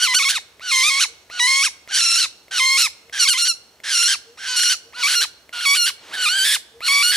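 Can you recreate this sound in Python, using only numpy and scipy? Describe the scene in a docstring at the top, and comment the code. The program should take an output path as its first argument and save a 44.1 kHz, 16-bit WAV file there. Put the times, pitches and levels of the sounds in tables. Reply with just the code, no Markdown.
"""A harsh squawk right at the microphone, the first of twelve: a green woodpecker held in the hand
at the edge of a thicket. Its syrinx jumps between a low and a high register, breaks into chaos and
falls away as the air runs out; most calls start with a beak click. The trees give a short tail.
Feathers and a sleeve brush close by; far off, some animal hoots faintly over the still air."""
import sys
import numpy as np
from scipy import signal
from scipy.fft import rfft, irfft
from scipy.io import wavfile
from scipy.ndimage import uniform_filter1d

SR = 44100
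rng = np.random.default_rng(int(sys.argv[2]) if len(sys.argv) > 2 else 0)


def store_pcm(level_fs):
    """Save levels as 16-bit WAV."""
    pcm = np.round(np.clip(level_fs, -1, 1) * 32767).astype(np.int16)
    wavfile.write(sys.argv[1], SR, np.atleast_2d(pcm).T)


N = 315756
TIME = np.arange(N) / SR
BINS_HZ = np.maximum(np.arange(N // 2 + 1) * SR / N, 1)
CUTOFF_HZ = 15650


def from_db(db):
    """Decibels to gain."""
    return 10 ** (np.asarray(db) / 20)


def unit_rms(x):
    """Scale to unit power."""
    return x / np.sqrt(np.mean(x ** 2) + 1e-20)


def in_time(rows):
    """Each column of a curve, sample by sample."""
    times, *columns = np.transpose(rows)
    return [np.interp(TIME, np.sort(times), column) for column in columns]


def at_hz(points, hz):
    """Each column of a spectrum, read on a log-frequency axis."""
    points_hz, *columns = np.transpose(points)
    return [np.interp(np.log(hz), np.log(points_hz), column) for column in columns]


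def coloured(x, spectrum):
    """Give a signal a spectrum; rms 1."""
    return unit_rms(irfft(rfft(x) * from_db(at_hz(spectrum, BINS_HZ)[0]), N))


def butter(x, hz, kind):
    """Second-order Butterworth filter."""
    return signal.sosfilt(signal.butter(2, hz, kind, fs=SR, output="sos"), x)


def wobble(top_hz):
    """Random motion up to a given rate; rms 1."""
    return unit_rms(butter(rng.standard_normal(N), top_hz, "low"))


def gate(spans, edge_samples):
    """A value inside each (start, end, value) span, with soft edges."""
    steps = sum(value * ((TIME >= start) & (TIME < end)) for start, end, value in spans)
    return uniform_filter1d(steps, edge_samples)


def evened(x, samples=500):
    """Hold the short-term power at 1."""
    return x / np.sqrt(np.abs(uniform_filter1d(x * x, samples)) + 1e-12)


# The voice drops to its low register:
# (start [s], end [s], pitch [Hz], level [dB], roughness [0-1], glide [Hz/s])
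LOW_REGISTER = [ (.072, 0.142, 1014, -19, 0.3, -700), (.195, 0.227, 1083, -16, 0.38, -400),
                (0.246, 0.294, 1094, -16.5, 0.27, 1800), (.715, .83, 1052, -15.5, 0.42, -100),
                (.83, .897, 1195, -14.5, 0.39, 2404), (.897, 0.999, 1086, -17.5, 0.37, 400),
                (1.395, 1.471, 978, -14.5, 0.08, 693), (1.471, 1.63, 1081, -15.5, 0.35, 345),
                (2.596, 2.777, 1056, -15.5, 0.22, 210), (3.249, 3.278, 1085, -17.5, 0.17, -4000),
                (3.338, 3.38, 1028, -21, 0.26, 1500), (5.031, 5.075, 1130, -15.5, 0.38, 2205),
                (5.654, 5.753, 1128, -14.5, 0.23, 356), (6.257, 6.286, 1210, -15, .36, -1500),
                (6.881, 7.027, 1129, -14.5, 0.31, 233)]
# It holds a high note: (start [s], end [s], pitch [Hz], level [dB], roughness [0-1], glide [Hz/s])
HIGH_REGISTER = [ (0.023, 0.054, 1506, -13, 0.39, -1800), (0.158, 0.185, 1495, -13.5, 0.04, 2000),
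                 (3.197, 3.243, 1437, -13, 0.42, -3000), (3.298, 3.324, 1418, -15.5, .03, 0),
                 (3.419, 3.453, 1392, -16, .1, 0), (3.481, 3.523, 1410, -15, 0, -2000),
                 (5.158, 5.211, 1402, -16.5, 0.26, -900), (5.775, 5.862, 1411, -16.5, 0.16, -550),
                 (4.487, 4.562, 1504, -23, 0.4, 300), (6.294, 6.385, 1515, -18.5, 0.31, 2217),
                 (6.384, 6.442, 1535, -16.5, 0.26, 1200), (7.031, 7.118, 1445, -15, 0.3, 550)]
# It breaks into harsh chaos: (start [s], end [s], pitch [Hz], level [dB], roughness [0-1])
CHAOS = [ (0.148, 0.153, 1534, -7, 0.76), (.291, .313, 1600, -15, 0.98), (0.317, 0.353, 1534, -24.5, 0.72),
         (1.004, 1.043, 1482, -14, 0.74), (1.638, 1.656, 1550, -15.5, 0.6), (1.944, 1.988, 1539, -16, 0.79),
         (2.176, 2.215, 1470, -16, 0.53), (2.779, 2.829, 1410, -14, 0.72), (3.279, 3.304, 1588, -12, .48),
         (3.449, 3.471, 1501, -19, .72), (4.076, 4.162, 1582, -16.5, 0.72),
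         (4.693, 4.753, 1513, -15.5, 0.62), (5.078, 5.151, 1517, -17.5, .9),
         (5.214, 5.252, 1535, -16.5, 0.95), (5.754, 5.772, 1534, -17.5, 0.92),
         (5.862, 5.907, 1555, -17, 0.81), (6.134, 6.158, 1660, -25.5, 0.86),
         (6.446, 6.565, 1694, -16, 0.83), (7.126, 7.166, 1680, -17, .92)]


def switch_registers(t, start, end, voice, switch_s=.01112, held_catching=.06):
    """The syrinx jumps to other notes within a call; a held note seldom catches."""
    notes = [(*row, 0, voice[3]) for row in CHAOS]   # no glide, and the call's own catching
    notes += [(*row, held_catching) for row in LOW_REGISTER + HIGH_REGISTER]
    held, shares = np.zeros_like(voice), np.zeros(len(t))
    for on, off, hz, db, rough, glide, catching in notes:
        if on < end and off > start:
            share = np.clip(.5 + np.minimum(t - on, off - t) / switch_s, 0, 1)
            gliding_hz = hz + glide * (t - (on + off) / 2)
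            held += share * np.array(np.broadcast_arrays(gliding_hz, db, rough, catching))
            shares += share
    return (held + voice * np.maximum(1 - shares, 0)) / np.maximum(shares, 1)


# The calls, close to the microphone: (start [s], end [s], swell [s], opening pitch [Hz],
# opening level [dB], opening roughness [0-1.1], full pitch [Hz], full level [dB],
# full roughness [0-1], pitch lost at the end [share], tendency to catch [0-1])
CALLS = [ (0.0, 0.393, 0.031, 1480, -21.5, 0.69, 1340, -18.5, .42, 0.62, 0.13),
         (0.603, 1.063, .13, 1517, -41, 0.37, 1299, -17, 0.55, .45, 0.13),
         (1.297, 1.689, .2, 1470, -39.5, 0.42, 1328, -15.5, 0.52, .4, 0.18),
         (1.88, 2.266, 0.078, 1590, -42, 0.48, 1367, -16, 0.45, 0.33, 0.61),
         (2.51, 2.883, 0.08, 1550, -31, 0.68, 1320, -16.5, 0.4, 0.44, 0.32),
         (3.127, 3.529, 0.14, 1630, -29.5, 0.72, 1401, -17.5, 0.5, 0.056, 0.32),
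         (3.837, 4.161, 0.12, 1660, -31.5, 1.1, 1392, -15.5, 0.36, .48, 0.24),
         (4.373, 4.753, .19, 1600, -40, 0.77, 1428, -16, 0.43, 0.19, 0.32),
         (4.93, 5.259, .13, 1480, -42, 0.37, 1395, -17.5, 0.54, 0.51, .2),
         (5.528, 5.911, 0.25, 1440, -30.5, 0.6, 1412, -16.5, 0.48, 0.47, 0.34),
         (6.113, 6.576, .13, 1550, -37, 0.52, 1430, -17.5, .38, 0.58, 0.16),
         (6.806, 7.2, 0.07, 1440, -38, .35, 1450, -17.5, 0.84, .4, 0.37)]


def squawk(t, call, soft_db=-35.5, scoop_s=.011, fall_s=.04, release_s=.034, release_db=28):
    """One call's pitch, level, roughness and catching: it swells, then collapses as the air runs out."""
    start, end, swell_s, open_hz, open_db, open_rough, full_hz, full_db, full_rough, fall, catching = call
    swell = np.clip((t - start) / swell_s, 0, 1)
    settled = swell ** 2.2   # pitch and roughness settle later than the level
    # a call that opens softly scoops up from below, quieter while it lies under its note
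    scoop = np.clip(.3 * (soft_db - open_db), 0, .5) * np.exp(-np.maximum(t - start, 0) / scoop_s)
    voice = np.array([(open_hz + (full_hz - open_hz) * settled) * (1 - scoop),
                      full_db + (open_db - full_db) * (1 - swell) ** 1.26 - 8 * scoop,
                      open_rough + (full_rough - open_rough) * settled,
                      np.full(len(t), catching)])
    pitch_hz, level_db, rough, catching = switch_registers(t, start, end, voice)
    falling = np.clip(1 - (end - t) / fall_s, 0, 1) ** 2.1
    release = np.clip(1 - (end - t) / release_s, 0, 1) ** 2.77
    rough = rough - np.maximum(rough - .3933, 0) * np.sqrt(falling)   # the dying voice regains a pitch
    return np.array([pitch_hz * (1 - fall * falling), level_db - release_db * release, rough, catching])


def calling():
    """The controls of all calls in turn; the bird resets in the middle of each pause."""
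    pauses = [round((before[1] + after[0]) / 2 * SR) for before, after in zip(CALLS, CALLS[1:])]
    return np.hstack([squawk(t, call) for t, call in zip(np.split(TIME, pauses), CALLS)])


# The syrinx repeats only every second or third cycle: (start [s], end [s], swing [rad])
PERIOD_DOUBLING = [(6.31, 6.44, 0.053)]
PERIOD_TRIPLING = [(4.48, 4.565, 0.3), (4.965, 5.015, 0.44), (5.54, 5.585, 0.22)]
# Resonances of windpipe and beak: (frequency [Hz], gain [dB])
THROAT_RESPONSE = [(600, -18.5), (1050, -4.5), (1450, -8), (1750, 2), (2150, 5.5), (2900, 0.5), (3400, 2.5),
                   (4250, 5.5), (4900, -2), (5650, 5), (7000, -2.5), (10200, -4), (12200, -17),
                   (15500, -27)]


def syrinx(pitch_hz, rough, weak, tilt_db, mouth_hz, jitter=.07, waver=.022, shimmer=.23, creak=.12,
           rolloff_db=-2.5, second_db=4.0, mouth_db=4.5, mouth_octaves=.074, flutter_db=3.0,
           register_hz=1270, dispersion=.805):
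    """Harmonics of a membrane whose cycles grow uneven with roughness; the high ones smear first."""
    hz = pitch_hz * (1 + jitter * rough ** 2 * wobble(352.9) + waver * rough * wobble(109.1))
    cycle = 2 * np.pi * np.cumsum(hz) / SR
    swing = gate(PERIOD_DOUBLING, edge_samples=500) * np.sin(cycle / 2)
    swing += gate(PERIOD_TRIPLING, edge_samples=500) * np.sin(cycle / 3)
    swing += creak * weak * wobble(41) * np.sin(cycle / 2)   # a weak voice creaks
    phase = cycle + swing
    low_register = np.clip(.5 + (register_hz - pitch_hz) / 200, 0, 1)
    voice = np.zeros(N)
    for k in range(1, 15):
        gain_db = at_hz(THROAT_RESPONSE, k * hz)[0]
        gain_db += tilt_db * np.log2(k * pitch_hz / 3000) + rolloff_db * np.log2(k)
        gain_db += mouth_db * np.exp(-(np.log2(k * hz / mouth_hz) / mouth_octaves) ** 2)
        gain_db += second_db * low_register * (k == 2)
        gain_db += flutter_db * (k > 2) * wobble(35)   # the overtones flare and fade
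        # low notes fray above the second harmonic, a weak voice above the fundamental
        loose = low_register * (k > 2) + weak * (k > 1)
        fray = .55 * (1 - low_register / 2) + .65 * loose
        stray = rough * k ** .51 * fray * wobble(160)   # the pulse changes shape: each harmonic strays
        voice += from_db(gain_db) * (k * hz < CUTOFF_HZ) * np.sin(k * phase + stray + dispersion * k * k)
    return evened(voice * np.exp(shimmer * rough * wobble(170) + swing)), phase


def turbulence(phase, tilt_db, pulsing=.65, low_cut_hz=2300, hinge_hz=4000):
    """Air hisses through the syrinx once a cycle and takes the colour of the throat."""
    puffs = rng.standard_normal(N) * (1 + pulsing * np.cos(phase))
    hiss = butter(coloured(puffs, THROAT_RESPONSE), low_cut_hz, "high")
    dull = signal.sosfiltfilt(signal.butter(1, hinge_hz, fs=SR, output="sos"), hiss)
    return evened(dull + from_db(tilt_db) * (hiss - dull))


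def mouth_ring(x, mouth_hz, half_width_hz=260, ring_db=-.5):
    """The open beak rings at a moving resonance."""
    carrier = np.exp(2j * np.pi * np.cumsum(mouth_hz) / SR)
    ring = 2 * np.real(butter(x / carrier, half_width_hz, "low") * carrier)
    return x + from_db(ring_db) * ring


# The bird bows its head off the microphone's line: (time [s], bow [0-1])
HEAD_BOW = [(2.2, 0.05), (4.7, 0.26), (6.2, 0.99)]


def head_bow(x, dip_hz=6200, width_hz=2200, depth=.71):
    """As the beak points down, its shrill band is beamed away from the microphone."""
    bow, = in_time(HEAD_BOW)
    shrill = signal.lfilter(*signal.iirpeak(dip_hz, dip_hz / width_hz, fs=SR), x)
    return x - depth * bow * shrill


# The top of the voice at the microphone: (time [s], gain [dB])
TREBLE_GAIN = [(.3, 2), (.7, -1), (2.1, -10), (2.7, 2), (3.3, -4), (4.2, -10), (5.1, 5.5), (6.3, 4.5),
               (7.0, 6)]


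def treble_drift(x, edge_hz=11800):
    """The highest treble comes and goes from call to call."""
    top_db, = in_time(TREBLE_GAIN)
    top = signal.sosfiltfilt(signal.butter(4, edge_hz, "high", fs=SR, output="sos"), x)
    return x + (from_db(top_db) - 1) * top


# The beak opens and closes: (time [s], tilt [dB/octave], mouth resonance [Hz])
BEAK_GAPE = [(.05, -1, 3130), (.3, 1, 3700), (1.45, 0.5, 4040), (1.62, 1, 5553), (2.1, 1.5, 5652),
             (2.62, -0.5, 3500), (2.83, 1.5, 5504), (3.22, 1, 5803), (3.3, 3.5, 2763), (3.48, 2.5, 4130),
             (4.0, 1, 5360), (4.65, 0.5, 5425), (5.15, -1, 4229), (5.8, 1, 2883), (6.35, -2, 4338),
             (6.5, 2.5, 3500), (7.0, -0.5, 4570)]


def woodpecker(hiss_db=-.5, trim_db=-.44, weak_tilt_db=-8.5, full_db=-16, weak_span_db=14.5, wander=.005):
    """The bird in the hand: voice and hiss swell together through each call and brighten with effort."""
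    pitch_hz, level_db, rough, catching = calling()
    # a strained voice keeps catching: brief upward flicks of pitch, each with a burst of rasp
    catch = catching * np.maximum(wobble(55) - .6, 0)
    rough = np.clip(rough, .03, 1.1) + .8 * catch
    pitch_hz = pitch_hz * (1 + .2 * catch) * (1 + wander * wobble(26.2))
    tilt_db, mouth_hz = in_time(BEAK_GAPE)
    weak = np.clip((full_db - level_db) / weak_span_db, 0, 1)
    tilt_db = tilt_db + weak_tilt_db * weak
    voice, phase = syrinx(pitch_hz, rough, weak, tilt_db, mouth_hz)
    hiss = evened(mouth_ring(turbulence(phase, tilt_db), mouth_hz))
    harsh = voice + from_db(hiss_db) * rough ** 1.15 * hiss
    at_microphone = evened(treble_drift(head_bow(harsh)))
    sounding = gate([(start, end, 1.0) for start, end, *_ in CALLS], edge_samples=200)
    return at_microphone * sounding * from_db(level_db + trim_db)


def scatter(x, t60, wet_db, dull_hz, shared):
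    """Many small echoes from around the bird die away; `shared` weights those common to both sides."""
    age = TIME[:SR]
    common, *own = rng.standard_normal((3, SR))
    decay = from_db(-60 * age / t60) * (age > .002)
    echoes = butter((shared * common + np.array(own)) * decay, dull_hz, "low")
    echoes /= np.sqrt(np.sum(echoes ** 2) / 2)
    return from_db(wet_db) * signal.fftconvolve(x[None], echoes, axes=1)[:, :N]


# Still air at the thicket's edge: (frequency [Hz], relative density [dB])
AIR_SPECTRUM = [(25, -54), (62, -0.5), (160, -10), (450, -3.5), (1200, -10.5), (6000, -18), (15000, -25)]


def still_air(air_db=-56.5, apart_db=-16.5):
    """A low, steady outdoor hush, nearly the same at both microphones."""
    mid, side = coloured(rng.standard_normal((2, N)), AIR_SPECTRUM)
    return from_db(air_db) * (mid + from_db(apart_db) * side * np.array([[1], [-1]]))


# Feathers and sleeve brushing close by: (time [s], half-width [s], level [dB], band centre [Hz])
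BRUSHES = [(0.152, 0.0069, -34.5, 398), (6.139, 0.12, -41, 1124)]


def rustles():
    """Soft, broad puffs of noise from a wing beat and a moving sleeve."""
    puffs = np.zeros(N)
    for at, half_width, db, hz in BRUSHES:
        noise = unit_rms(butter(rng.standard_normal(N), [hz / 4, hz * 4], "band"))
        puffs += from_db(db) * np.exp(-((TIME - at) / half_width) ** 2) * noise
    return puffs


# An animal far from the microphone: (time [s], level [dB])
FAR_HOOTS = [(.22, -51), (1.11, -51), (2.79, -44.5), (3.08, -51), (4.019, -48), (4.30, -43.5), (4.881, -48),
             (5.2, -43), (6.441, -45.5), (6.77, -42)]


def far_hoots(hoot_hz=465, rise_per_s=1.0, half_width_s=.036, trim_db=-2.5):
    """Short rising notes of which distance leaves only the fundamental."""
    hoots = np.zeros(N)
    for at, db in FAR_HOOTS:
        hz = hoot_hz * (1 + rise_per_s * np.clip(TIME - at, -half_width_s, half_width_s))
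        envelope = from_db(db + trim_db) * np.exp(-((TIME - at) / half_width_s) ** 2)
        hoots += envelope * np.sin(2 * np.pi * np.cumsum(hz) / SR)
    return hoots


# The beak parts, close to the microphone: (time [s], level [dB])
BEAK_TAPS = [(0.596, -28), (1.3, -26), (1.876, -25.5), (2.482, -32.5), (3.097, -28), (3.802, -30),
             (4.926, -34.5), (5.493, -27), (6.806, -22)]
# Its ring: (frequency [Hz], level [dB], time to fall 60 dB [s])
BEAK_MODES = [(657, -16.5, 0.032), (2120, -4, 0.011)]


def beak_clicks(snap_db=-13.5, snap_s=.0012):
    """The beak parts with a small, bright, hollow tick as a call is about to sound."""
    taps, age = np.zeros(N), TIME[:SR // 20]
    for at, db in BEAK_TAPS:
        taps[round(at * SR)] = from_db(db)
    ring = sum(from_db(db - 60 * age / t60) * np.sin(2 * np.pi * hz * age) for hz, db, t60 in BEAK_MODES)
    snap = from_db(snap_db) * np.exp(-age / snap_s) * rng.standard_normal(len(age))
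    return signal.fftconvolve(taps, ring + snap)[:N]


def scene():
    """The bird in front; small things near it throw back treble, the thicket gives a longer tail."""
    bird = woodpecker() + beak_clicks()
    near = scatter(butter(bird, 3900, "high"), t60=.17, wet_db=-7.5, dull_hz=15700, shared=0)
    thicket = scatter(bird, t60=.71, wet_db=-26.5, dull_hz=8050, shared=.67)
    return bird + near + thicket + far_hoots() + rustles() + still_air()


# The microphone pair: (frequency [Hz], left minus right [dB], phase lead of the left [rad])
MICROPHONE_PAIR = [(503, 1, 0.17), (1320, -2.5, 0.46), (2300, -1, 1), (3500, -0.5, 0.34), (8750, -3, 0.74)]


def record(dry):
    """The two microphone ports differ a little in level and phase; the top is cut."""
    balance_db, lead = at_hz(MICROPHONE_PAIR, BINS_HZ)
    lead = lead * np.minimum(BINS_HZ / MICROPHONE_PAIR[0][0], 1)   # the lead shrinks in the bass
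    sides = np.array([[.5], [-.5]])
    heard = irfft(rfft(dry) * from_db(sides * balance_db) * np.exp(1j * sides * lead), N)
    return signal.sosfilt(signal.ellip(12, .1, 90, CUTOFF_HZ, fs=SR, output="sos"), heard)


dry = scene()
out = record(dry)
store_pcm(out)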